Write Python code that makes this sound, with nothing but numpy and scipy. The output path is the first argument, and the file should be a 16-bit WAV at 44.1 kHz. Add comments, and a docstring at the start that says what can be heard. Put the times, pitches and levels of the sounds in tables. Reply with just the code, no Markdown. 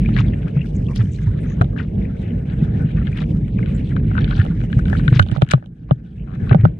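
"""On the stony bed of a shallow stream, two microphones inside a small watertight plastic shell pushed along it.
From the start eddies buffet the shell into a low rumble, with bubbles, weed and rubbing grit close against it;
bumps flex it and stones tick on it, one hard knock near 1.6 s, then a crowd of them from about 4 to 5.6 s.
The current falls back near 5.4 s, faint ticks judder past at 6.3 s, and a last surge brings heavy bumps at 6.5 s.
Noise shaped by spectra makes the water, damped modes the contact; left and right agree most in the bass."""
import sys
import numpy as np
from scipy import signal
from scipy.fft import rfft, irfft, next_fast_len
from scipy.io import wavfile
from scipy.ndimage import uniform_filter1d

SR = 44100
rng = np.random.default_rng(int(sys.argv[2]) if len(sys.argv) > 2 else 0)


def bounce(signal):
    """Save signal as a 16-bit WAV file at the path given by the first command-line argument."""
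    frames = np.transpose(np.atleast_2d(signal))
    limited = np.clip(frames, -1, 1)
    pcm = np.round(limited * 32767).astype(np.int16)
    wavfile.write(sys.argv[1], SR, pcm)


N = 299439


def undb(db):
    """Amplitude of a level in dB."""
    return 10 ** (np.asarray(db) / 20)


def unit(x):
    """Scale to rms 1."""
    return x / np.sqrt(np.mean(x ** 2))


def smooth_twice(x, size):
    """Two running means along the last axis."""
    return uniform_filter1d(uniform_filter1d(x, size), size)


def walk(rate):
    """Random levels held for 1 / rate s, then smoothed twice; rms 1."""
    hold = int(SR / rate)
    steps = np.repeat(rng.standard_normal(N // hold + 1), hold)
    return unit(smooth_twice(steps, hold)[:N])


def left_right(pan_db):
    """Gains of the two microphones for a left minus right difference in dB."""
    return undb([[pan_db / 2], [-pan_db / 2]])


def pair(a, b, like):
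    """Left and right of a given likeness (-1 opposed, 1 the same) from two unrelated signals."""
    like = np.clip(like, -1, 1)
    common = 1 + like + 1e-3
    difference = b * np.sqrt((1 - like) / common)
    return np.array([a + difference, a - difference]) * np.sqrt(common / 2)


def half_octave_share(octaves, step):
    """Amplitude share of one half-octave band, crossfading in power with its neighbours."""
    return np.clip(1 - np.abs(2 * octaves - step), 0, 1) ** .5


def eddies(spectrum, surge_db, flicker_db, rate):
    """Two unrelated noises of one colour; all half octaves share the surges and each flickers alone."""
    hz, db = np.transpose(spectrum)
    size = next_fast_len(N)
    f = np.arange(1, size // 2 + 2) * SR / size
    colour = undb(np.interp(np.log(f), np.log(hz), db, -150, -150))
    spectra = rfft(rng.standard_normal((2, size))) * colour
    out = 0
    for step in range(8, 22):
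        band = irfft(spectra * half_octave_share(np.log2(f), step), size)[:, :N]
        out = out + undb(flicker_db * walk(rate)) * band
    return unit(undb(surge_db) * out)


HISS_DB = -89  # white noise before the low-pass


def hiss():
    """The microphones' own noise: unrelated left and right, darkened by a one-pole low-pass."""
    return undb(HISS_DB) * signal.lfilter([1], [1, -.8], rng.standard_normal((2, N)))


# colour of the buffeting: (frequency [Hz], relative level per Hz [dB])
RUMBLE_SPECTRUM = [(12, -46), (20, -25), (30, -26.5), (48, 1.5), (80, -6), (107, -1.5), (150, -1),
                   (193, -4), (296, -17), (344, -21), (400, -26), (520, -35.5), (880, -120)]
RUMBLE_SIDE_DB, RUMBLE_PAN_DB = -25, -0.64  # side against mid; left minus right


def rumble(db, surge):
    """Buffeting moves the shell as a whole, so both microphones hear nearly the same."""
    mid, side = eddies(RUMBLE_SPECTRUM, 1.67 * surge, 0.6, 22.0)
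    both = mid + undb(RUMBLE_SIDE_DB) * side * np.array([[1], [-1]])
    return undb(db) * both * left_right(RUMBLE_PAN_DB)


# colour of the smaller eddies: (frequency [Hz], relative level per Hz [dB])
WASH_SPECTRUM = [(120, -39), (200, -22), (302, -15), (343, -15), (440, -8), (679, -21.5), (1200, -38),
                 (1560, -76.5), (2640, -120)]
# their strength along the way: (time [s], level [dB])
WASH_LEVEL_DB = [(0.0, -39), (0.47, -34.5), (1.04, -43), (1.55, -37.5), (1.89, -42), (2.189, -38.5),
                 (2.63, -38), (2.82, -40), (3.16, -40), (4.29, -38), (4.56, -40.5), (5.03, -37.5),
                 (5.39, -52), (5.6, -64), (5.8, -58.5), (6.31, -48.5), (6.5, -33.5), (6.79, -48)]
WASH_LIKE = -0.27  # likeness of left and right


def wash(surge):
    """Smaller eddies bend the walls, often in opposite sense at the two microphones."""
    db = np.interp(np.arange(N) / SR, *np.transpose(WASH_LEVEL_DB))
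    return undb(db) * pair(*eddies(WASH_SPECTRUM, 2.4 * surge, 1.7, 19), WASH_LIKE)


BUBBLE_CYCLES, BUBBLE_GLIDE = 13, .003  # cycles to fall by e squared; glide scale per cycle


def bubble(hz, glide):
    """One bubble: a short decaying ring whose pitch rises."""
    turns = np.arange(int(3 * BUBBLE_CYCLES * SR / hz)) * hz / SR
    envelope = turns / (1 + turns) * np.exp(-2 * turns / BUBBLE_CYCLES)
    return envelope * np.sin(2 * np.pi * turns * (1 + BUBBLE_GLIDE * glide * turns))


BUBBLES_PER_S, BUBBLE_HZ = 1250, 2296  # mean rate, middle pitch
BUBBLE_OCTAVES, SWARM_OCTAVES = 0.28, .3  # pitch spread of single bubbles and of whole swarms
BUBBLE_DB = 1  # against the level handed in


def bubbles(db):
    """Tiny bubbles pinch off near the shell in swarms of like size, each a short rising ring."""
    out, chance = np.zeros((2, N + SR)), rng.random((14000, 3))
    normal = rng.standard_normal((14000, 2))
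    times = np.cumsum(-np.log(chance[:, 0])) / BUBBLES_PER_S
    swarm = SWARM_OCTAVES * walk(30)
    for s, (_, size, glide), (pitch, side) in zip(times[times < N / SR], chance, normal):
        at = int(s * SR)
        hz = np.clip(BUBBLE_HZ * 2 ** (BUBBLE_OCTAVES * pitch + swarm[at]), 500, 9000)
        wave = bubble(hz, glide)
        # a few are far louder than the rest; higher ones are weaker
        level_db = -4.2 * np.log(size + 0.013) - 1.8 * np.log2(hz / BUBBLE_HZ)
        out[:, at:at + len(wave)] += undb(level_db) * left_right(4 + 8 * side) * wave
    return undb(db + BUBBLE_DB) * unit(out[:, :N])


BRUSH_PAN_DB = 10.5  # left minus right, for larger bubbles and brushes alike
# larger single bubbles: (time [s], peak level midway between left and right [dB], starting pitch [Hz])
BLIPS_HEARD = [(0.0598, -25.5, 2320), (0.2833, -39, 3300), (0.6156, -33, 2670), (0.8664, -41, 3200),
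               (0.8857, -39, 2600), (0.9343, -43, 2250), (1.056, -47, 3000), (3.129, -34, 2340),
               (3.5857, -32.5, 2370), (3.6288, -30.5, 2090)]


def blips():
    """Larger bubbles, nearer the left microphone, stand out one by one as short rising rings."""
    out = np.zeros(N + SR)
    for s, db, hz in BLIPS_HEARD:
        wave = bubble(hz, 0.71)
        at = int(s * SR)
        out[at:at + len(wave)] += undb(db) * wave / wave.max()
    return left_right(BRUSH_PAN_DB) * out[:N]


# weed and sand sweeping past: (middle time [s], half length [s], centre before the treble tilt [Hz],
# spread [octaves], level before the swell, midway between left and right [dB])
BRUSH_SWELLS = [(0.19, 0.019, 2240, 0.75, -32), (0.265, 0.021, 1890, 0.39, -46.5),
                (0.339, 0.0068, 2270, 0.31, -42), (0.428, 0.0047, 2180, 0.45, -43),
                (0.476, 0.011, 1950, 0.6, -45), (0.595, 0.03, 2400, 0.25, -44.5),
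                (0.76, 0.01, 6700, 0.15, -58), (0.908, 0.013, 1030, 0.14, -42.5),
                (0.967, 0.011, 4000, 0.53, -43.5), (1.006, 0.013, 2050, 0.71, -39.5),
                (1.133, 0.023, 6900, 0.19, -59.5), (1.232, 0.01, 6360, 0.13, -61),
                (1.425, 0.015, 8550, 0.16, -62.5), (1.507, 0.024, 6400, 0.085, -62),
                (1.801, 0.0047, 1650, 0.19, -29.5), (1.805, 0.021, 2220, 0.75, -41.5),
                (2.046, 0.021, 2270, 0.24, -52), (2.267, 0.04, 2380, 0.31, -49.5),
                (2.979, 0.0093, 1960, 0.42, -42), (3.075, 0.016, 2290, 0.51, -46.5),
                (3.193, 0.027, 2150, 0.69, -39), (3.684, 0.043, 1680, 0.33, -51),
                (3.758, 0.0078, 7500, 0.086, -57), (3.914, 0.01, 1710, .35, -46),
                (4.36, 0.052, 3510, 0.32, -49), (4.405, 0.0088, 1560, 0.19, -29),
                (5.156, 0.016, 2230, 0.73, -33.5), (5.356, 0.0088, 1530, 1.1, -42),
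                (5.515, 0.0025, 4040, 0.68, -22), (5.896, 0.007, 1295, 0.77, -47),
                (6.204, 0.023, 2620, 0.16, -60), (6.515, 0.012, 2210, 0.41, -35.5),
                (6.621, 0.035, 1740, 0.49, -48.5)]


def brushes():
    """Weed and sand sweep past: each a ragged noise swell whose half octaves flutter apart."""
    lead = SR // 2  # room for swells that begin before the start
    out, t = np.zeros((2, N + SR)), np.arange(-SR // 8, SR // 8) / SR
    f = np.arange(1, len(t) // 2 + 2) * SR / len(t)
    for s, half, hz, octaves, db in BRUSH_SWELLS:
        away = np.log2(f / hz)
        colour = np.exp(-.5 * (away / octaves) ** 2) / f
        spectra = rfft(rng.standard_normal((2, len(t)))) * colour
        noise = 0
        for step in range(-4, 5):
            flutter = unit(smooth_twice(rng.standard_normal(len(t)), 200))
            noise = noise + undb(6.7 * flutter) * irfft(spectra * half_octave_share(away, step), len(t))
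        envelope = np.exp(-.3 * np.abs(t / half) ** np.where(t < 0, 3.0, 2.5))
        swell = envelope * pair(*unit(noise), 1.0)
        at = int(s * SR) - SR // 8 + lead
        out[:, at:at + len(t)] += undb(db) * left_right(BRUSH_PAN_DB) * swell
    return out[:, lead:lead + N]


def ring(x, hz, t60):
    """One damped mode as a two-pole resonator; a unit impulse rings with peak about 1."""
    r, w = np.exp(-np.log(1000) / (t60 * SR)), 2 * np.pi * hz / SR
    return signal.lfilter([0, r * np.sin(w)], [1, -2 * r * np.cos(w), r * r], x)


def steep(x, hz):
    """A broad band-pass that keeps a mode from spilling far above and below its pitch."""
    edges = [hz / 1.423, min(hz * 1.3, 20000)]
    return signal.sosfilt(signal.butter(3, edges, "band", fs=SR, output="sos"), x)


def mode(strength, hz, t60, left_db, right_db, like, push=0):
    """Rough contact and a smooth push shake one shell mode; each microphone hears its share."""
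    rough = strength * pair(*rng.standard_normal((2, *strength.shape)), like)
    left, right = ring(steep(rough, hz) + push, hz, t60)
    return np.array([undb(left_db) * left, undb(right_db) * right])


GRIT_PER_S, GRIT_SPREAD_DB = 490, -5  # mean grain rate; mean level of a grain against the largest
GRIT_BED_DB = 4  # steady bed against the rms of the grains


def grit_contact():
    """Strength of rubbing: a steady bed with sand grains of widely spread sizes on top."""
    falls = rng.random(N) < GRIT_PER_S / SR
    grains = falls * undb(GRIT_SPREAD_DB * rng.exponential(size=N))
    return unit(signal.lfilter([1], [1, -.93], grains)) + undb(GRIT_BED_DB)


# modes of the plastic shell: (frequency [Hz], decay by 60 dB [s], relative gain at left [dB],
# relative gain at right [dB], likeness of left and right [-1 to 1, clipped beyond; ticks use its sign])
SHELL_MODES = [(264, 0.017, -18.5, -18.5, 0.82), (428, 0.025, -10.5, -8, -0.5),
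               (604, 0.023, -8.5, 6.5, -0.5), (767, 0.025, 5, 6.5, -0.45), (1000, 0.0023, 12, 4.5, -0.8),
               (1336, 0.009, 2.5, -6, -1.4), (1510, 0.029, -1, -15.5, -0.071), (1696, 0.013, 4, -23, -0.7),
               (2338, 0.0071, 7.5, -12, 0.85), (2470, 0.0022, 10.5, -13, 0.15), (2980, 0.0087, -6, 2, 0.76),
               (3500, 0.0036, -16.5, 8.5, 0.17), (3940, 0.014, -7.5, -17, 0.54),
               (5100, 0.0015, 1, -7.5, -0.098), (6070, 0.0018, -6.5, -4, -0.016),
               (8050, 0.0013, -0.5, -12, 0.43), (9600, 0.011, -14, -16, -1.1),
               (13500, .004, -28.5, -24, 0.1)]
# edges between the thud, ring, crack and snap modes: [Hz]
MODE_BAND_EDGES = [1140, 2000, 4600]


def grit(coarse_db, grit_db, fine_db):
    """Sand rubs against the shell and shakes its modes, each in its own patches."""
    contact, out = grit_contact(), 0
    rub_db = [coarse_db - 38.5, coarse_db - 31.5, grit_db - 30.5, fine_db - 11]
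    for hz, t60, left_db, right_db, like in SHELL_MODES:
        band = np.searchsorted(MODE_BAND_EDGES, hz)
        patches = undb(rub_db[band] + 2.4 * walk(30))
        out = out + mode(contact * patches, hz, t60, left_db, right_db, like)
    return out


CONTACT_S, CRACK_HZ = [.0005, 0.0019, 0.00085, 0.00027], 2920  # time to blow's peak: thud, ring, crack, snap
BLOW_LIKE = 0.64  # size of the left-right likeness
PUSH_LAG_S = .0014  # the walls give way a moment after first contact
RATTLE_DB, RATTLE_S = -23.5, 0.0076  # against the blow's peak; decay time constant
# hard ticks on stone: (time [s], ring peak [dB], favoured pitch [Hz], thud over ring [dB],
# crack over ring [dB], treble snap over ring [dB], side of contact as left minus right [dB])
STONE_TICKS = [(0.0877, -27.5, 1190, 5.5, -8, -39, -5), (0.1640, -17, 1770, -3, -7, -24, 3),
               (0.1863, -26, 1430, -11, 10, -12, -1), (0.5664, -32.5, 1180, 4, -15, -27, -3),
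               (0.9598, -35.5, 1820, 5, 5, 7.5, 0.5), (1.004, -27.5, 1680, -3, -15, -41, -2),
               (1.6113, -10, 1280, -0.5, -14, -23, -3), (1.643, -42.5, 1050, 4, -1, -29, -22),
               (1.761, -31.5, 1580, -12, -21, -36, 9), (1.774, -27, 1600, -14, -19, -33, 4),
               (2.498, -47.5, 1700, -16.5, 9.5, -31, 11), (2.822, -42.5, 1600, -12, -12, -2, 2),
               (3.0693, -24.5, 1730, -12, -5.5, -33, -3.5), (3.172, -30, 1300, 0, 2, -13.5, 2),
               (3.217, -32, 1500, 3.5, -0.5, -15, -9), (3.48, -46, 1500, -10, 8.5, -8, 4),
               (3.588, -31.5, 1290, -8, -8, -22.5, 14), (3.6585, -40, 1510, -14, 8.5, -20, 7),
               (3.9632, -20.5, 1300, -9, -9, -36.5, 2), (4.1122, -28.5, 1230, 6.5, -37.5, -36, 8),
               (4.15, -20, 1370, -5, -21.5, -24, 0.5), (4.165, -24, 1400, -17, -11, -39, 4),
               (4.177, -13, 1400, -13, -11, -55, 0.5), (4.2427, -49.5, 1380, -15, 23, -21, -18),
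               (4.2767, -25.5, 1430, -9, -6, -41, -3), (4.309, -20, 1490, -23, -4.5, -47, -1),
               (4.321, -24, 1350, -20, -15, -40, -7), (4.3273, -24.5, 1540, -16.5, -13, -40, 1.5),
               (4.352, -35, 1400, -12, 4.5, -34, -6), (4.365, -28, 1550, -19, -19, -36, -2),
               (4.396, -22, 1800, -20, -7, -18, -3), (4.414, -29, 1700, -11, 0, -26, 1),
               (4.4498, -28, 1000, 0.5, -10.5, -17.5, -9), (4.462, -31, 1100, 7, -4, -33, -5),
               (4.602, -33, 1500, 6, -3, -31, 2), (4.637, -35.5, 1500, 2, -14, -31.5, -17),
               (4.6987, -36.5, 1500, -2, -7, -31, 3), (4.7272, -20.5, 1780, -32, -4.5, -44, -4),
               (4.789, -23, 1520, -1, -15, -16, -2), (4.854, -30.5, 1500, -10, 2, -17, 5),
               (4.881, -29, 1500, -8, -2, -12, 1), (4.8978, -29, 1380, -17, -7, -11.5, 6),
               (4.928, -14.5, 1560, -2, -22, -42, -4), (4.949, -18.5, 1490, -25, -33, -45, -1),
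               (4.994, -27, 1500, -11, -7, -32, 5), (5.048, -45, 1500, -17, -13, -28, -1),
               (5.0786, -8, 1520, -32, -9, -39, -2.5), (5.1256, -18.5, 1570, -1, -11, -23, 1),
               (5.193, 5.5, 1500, -18, -15.5, -36, -12), (5.202, -30, 1550, -18, -15, -32, -1),
               (5.219, -32, 1070, -12, -12, -11, -2), (5.2247, -32.5, 1480, -5, 4, -8, -16.5),
               (5.263, -38.5, 1000, 5.5, -4, -21, -15), (5.2856, -32, 1060, -11, -4, -16, -16),
               (5.295, -31, 1200, 3, -11, -27, -3), (5.3139, -27, 1490, 0, -1, -13, -4),
               (5.323, -31, 1750, 2, -12, -25, -9), (5.361, -25, 1200, -3.5, -14, -29, -22),
               (5.370, -45.5, 1500, 7, 9, -14, -14), (5.38, -42.5, 1100, 19, -10, -25, -8),
               (5.413, -32, 1300, 9, -5, -16, -2), (5.4188, -10, 1040, 4, -5, -25, -7.5),
               (5.464, -45.5, 1430, -16, 2, -17, 10), (5.474, -38, 1500, -14, -4.5, -25, -2),
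               (5.4883, -33.5, 1760, -21, 3, -4, 1), (5.5, -25, 1550, -18, -5, -20, -4),
               (5.5089, -18.5, 1500, -14, 1.5, -13, -2), (5.5138, -15, 1510, -12, 2, -1, 3.5),
               (5.527, -32, 1500, -13, -2, -7, -4), (5.5343, -6, 1180, 0.5, -10.5, -25, -5.5),
               (5.577, -43.5, 1300, 16, -14, -30, -3), (5.624, -37.5, 1580, 6.5, -23, -32, -3),
               (5.640, -47, 1200, 6, -6, -23, 3.5), (5.659, -52, 1030, 5, 4.5, -5, -17),
               (5.9086, -14, 1240, 10, -14, -39, -3.5), (6.4935, -32.5, 1490, -18, 8, -43, 12),
               (6.51, -18, 1400, 9, -18, -45, 11), (6.5264, -11.5, 1470, -8.5, -28, -39, -11),
               (6.545, -21.5, 1400, 14.5, -18, -50, -13.5), (6.6094, -37, 1460, 7, 2.5, -13, -1.5),
               (6.6506, -11, 1300, 4.5, -18.5, -34, -10.5)]
# one tick of the judder: the columns of STONE_TICKS after the time
JUDDER_TICK = (-46, 1334, 4, -7, -45, 12.5)
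JUDDER_FROM_S, JUDDER_GAP_S, JUDDER_COUNT = 6.272, .0105, 9


def ticks():
    """Stones strike the shell: each blow swells and dies, rings the modes, and leaves grit rattling."""
    # juddering along a stone: evenly spaced faint ticks
    judder = [(JUDDER_FROM_S + k * JUDDER_GAP_S, *JUDDER_TICK) for k in range(JUDDER_COUNT)]
    columns = np.array([*STONE_TICKS, *judder]).T[..., None]
    s, ring_db, ring_hz, thud_db, crack_db, snap_db, pan_db = columns
    t = np.arange(SR // 14) / SR
    # loose grit rattles on in fits after the blow
    fits = uniform_filter1d(rng.standard_normal((len(s), len(t))), size=90) * np.sqrt(90)
    rattle = undb(RATTLE_DB + 12.0 * fits) * t / (t + 0.00054) * np.exp(-t / RATTLE_S)
    bands = np.zeros((4, 2, *rattle.shape))
    for hz, t60, left_db, right_db, like in SHELL_MODES:
        band = np.searchsorted(MODE_BAND_EDGES, hz)
        blow = (t / CONTACT_S[band]) ** 2 * np.exp(2 - 2 * t / CONTACT_S[band])
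        rough, push = blow + rattle, 0
        # the low modes feel the blow as one smooth push, the high ones its rough grain
        if band == 0:
            slope = np.gradient(blow) * SR / (2 * np.pi * hz)
            senses = np.array([[[1]], [[np.sign(like)]]])
            rough, push = rattle, np.roll(slope, int(PUSH_LAG_S * SR)) * senses
        # ring and crack favour the modes nearest their pitch
        ring_favour_db = -60 * abs(np.log2(hz / ring_hz))
        crack_favour_db = -12 * abs(np.log2(hz / CRACK_HZ))
        favour_db = [0, ring_favour_db, crack_favour_db, 0][band]
        shaken = mode(rough, hz, t60, left_db, right_db, BLOW_LIKE * np.sign(like), push)
        bands[band] += undb(favour_db) * shaken
    peaks = np.sqrt(np.mean(bands ** 2, axis=1)).max(axis=-1, keepdims=True)
    band_db = ring_db + np.array([thud_db, 0 * s, crack_db, snap_db])
    sounds = np.sum((undb(band_db) / peaks)[:, None] * bands, axis=0)
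    sounds = sounds * undb([pan_db / 2, -pan_db / 2])
    out = np.zeros((2, N + SR))
    for at, sound in zip((s[:, 0] * SR).astype(int), np.swapaxes(sounds, 0, 1)):
        out[:, at:at + len(t)] += sound
    return out[:, :N]


BUMP_RISE_S, BUMP_SAG_PER_S = 0.0028, 4.0  # time constant of the swell; rate at which pitch sags
BUMP_OVERTONE, BUMP_OVERTONE_DB, BUMP_OVERTONE_T60_S = 1.9, -17, 0.02  # pitch ratio, level, decay by 60 dB
# soft bumps that flex the whole shell, and the brief higher thud of the hard knock near 1.61 s: (time [s], peak
# level of the main tone midway between # left and right [dB], starting pitch [Hz], decay by 60 dB [s], left
# minus right [dB])
SHELL_BUMPS = [(0.176, -6.5, 140, 0.13, -2), (0.564, -6.5, 154.6, 0.14, 0.5),
               (0.986, -8.5, 124, 0.32, -1.5), (1.035, -13, 202, 0.15, 1), (1.269, -8, 111.7, 0.2, -2),
               (1.6102, 1, 121, 0.035, 1), (1.613, -23.5, 732, 0.048, 0), (2.622, -4.5, 163, 0.038, -0.5),
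               (2.841, -9, 155, 0.076, 1), (2.946, -13, 168, 0.2, -0.5), (3.374, -19.5, 185, 0.1, 0),
               (3.423, -12.5, 130, 0.09, 2), (3.711, -8.5, 156, 0.051, 0), (3.949, -17, 165, 0.058, -1),
               (4.072, -11, 114.4, 0.44, -1), (4.283, -9, 147.5, 0.11, 0), (4.391, 0, 106.3, 0.084, -1.5),
               (4.497, -10.5, 180, 0.13, -1), (4.767, -1.5, 132, 0.063, 0.5),
               (4.898, -10.5, 102, 0.3, -1.5), (4.977, -16.5, 157, 0.067, -5), (5.079, -2, 138, 0.068, 1.5),
               (5.12, 2, 132.5, 0.06, 0.5), (5.16, -1.5, 129.7, 0.098, 0.5), (5.197, -3, 106.5, 0.14, -7.5),
               (5.321, -9, 133, 0.038, -13), (5.37, -14.5, 147.5, 0.19, -11), (5.4249, 0.5, 139, 0.045, 3),
               (5.5371, 0, 144, 0.087, 3.5), (5.9137, -0.5, 143.8, 0.058, 2.5), (6.424, -14, 100, 0.081, 6),
               (6.515, 4, 123, 0.05, -2), (6.55, -1, 165, 0.1, 1), (6.59, -5.5, 113.6, 0.18, 0.5),
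               (6.636, 2, 117.5, 0.089, 2), (6.653, -4.5, 175, 0.1, 4.5)]


def bumps():
    """A soft push swells over its rise time and rings out, sagging in pitch, with a briefer overtone."""
    out, t = np.zeros((2, N + SR)), np.arange(SR // 4) / SR
    rise = (1 - np.exp(-t / BUMP_RISE_S)) ** 2
    sagging = np.log1p(BUMP_SAG_PER_S * t) / BUMP_SAG_PER_S  # time stretched as the pitch falls
    over_decay = undb(BUMP_OVERTONE_DB - 60 * t / BUMP_OVERTONE_T60_S)
    for s, db, hz, t60, pan_db in SHELL_BUMPS:
        shape = rise * np.exp(-np.log(1000) * t / t60)
        peak = shape.max()
        phase = 2 * np.pi * hz * sagging
        main = shape / peak * np.sin(phase)
        overtone = over_decay * rise / peak ** 2 * np.sin(BUMP_OVERTONE * phase)
        at = int(s * SR)
        out[:, at:at + len(t)] += undb(db) * left_right(pan_db) * (main + overtone)
    return out[:, :N]


# current on the shell: (time [s], buffeting level [dB], coarse rubbing drive [dB],
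# rubbing drive and bubble level [dB], treble rubbing drive [dB]); grit() offsets the drives
CURRENT = [(0.0, -14.5, -56, -46.5, -67), (0.4, -18, -47, -56.5, -72.5), (0.74, -19.5, -59, -59, -68),
           (1.04, -21, -62, -54.5, -63.5), (1.51, -19.5, -61.5, -52, -73), (1.72, -22, -58, -60.5, -73.5),
           (2.78, -18.5, -42.5, -54.5, -72), (3.04, -18, -47.5, -48.5, -71), (3.25, -19, -62, -61, -69.5),
           (3.44, -16, -61, -57, -73), (3.74, -20.5, -56.5, -51, -68), (4.03, -14.5, -51, -52.5, -73),
           (4.27, -16, -35.5, -47.5, -68.5), (4.6, -18, -55, -54, -68.5), (5.07, -17, -41.5, -46, -62.5),
           (5.24, -19, -57.5, -56, -69.5), (5.37, -26, -55, -51, -75), (5.41, -32.5, -52, -63, -80.5),
           (5.52, -27, -49, -60, -77), (5.65, -37, -63, -76.5, -86.5), (6.22, -29.5, -59, -67.5, -82),
           (6.49, -17, -43, -54, -71), (6.79, -28.5, -60, -65.5, -81.5)]


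def scene():
    """The stream from inside the shell: hiss, current, bubbles, brushes, grit, ticks and bumps."""
    s, *columns = np.transpose(CURRENT)
    rumble_db, coarse_db, grit_db, fine_db = (np.interp(np.arange(N) / SR, s, c) for c in columns)
    surge = walk(24)  # shared by rumble and wash
    water = rumble(rumble_db, surge) + wash(surge)
    # sand and bubbles arrive in short clumps
    clumps = undb(2.5 * walk(55))
    rustle = clumps * (bubbles(grit_db) + grit(coarse_db, grit_db, fine_db)) + blips() + brushes()
    return hiss() + water + rustle + ticks() + bumps()


TOP_HZ = 16000


def record(dry):
    """The loudest peaks are rounded off at full scale, then the treble is cut steeply above TOP_HZ."""
    rounded = dry / (1 + np.abs(dry) ** 12) ** (1 / 12)
    return signal.sosfilt(signal.ellip(8, .2, 70, TOP_HZ, fs=SR, output="sos"), rounded)


dry = scene()
out = record(dry)
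bounce(out)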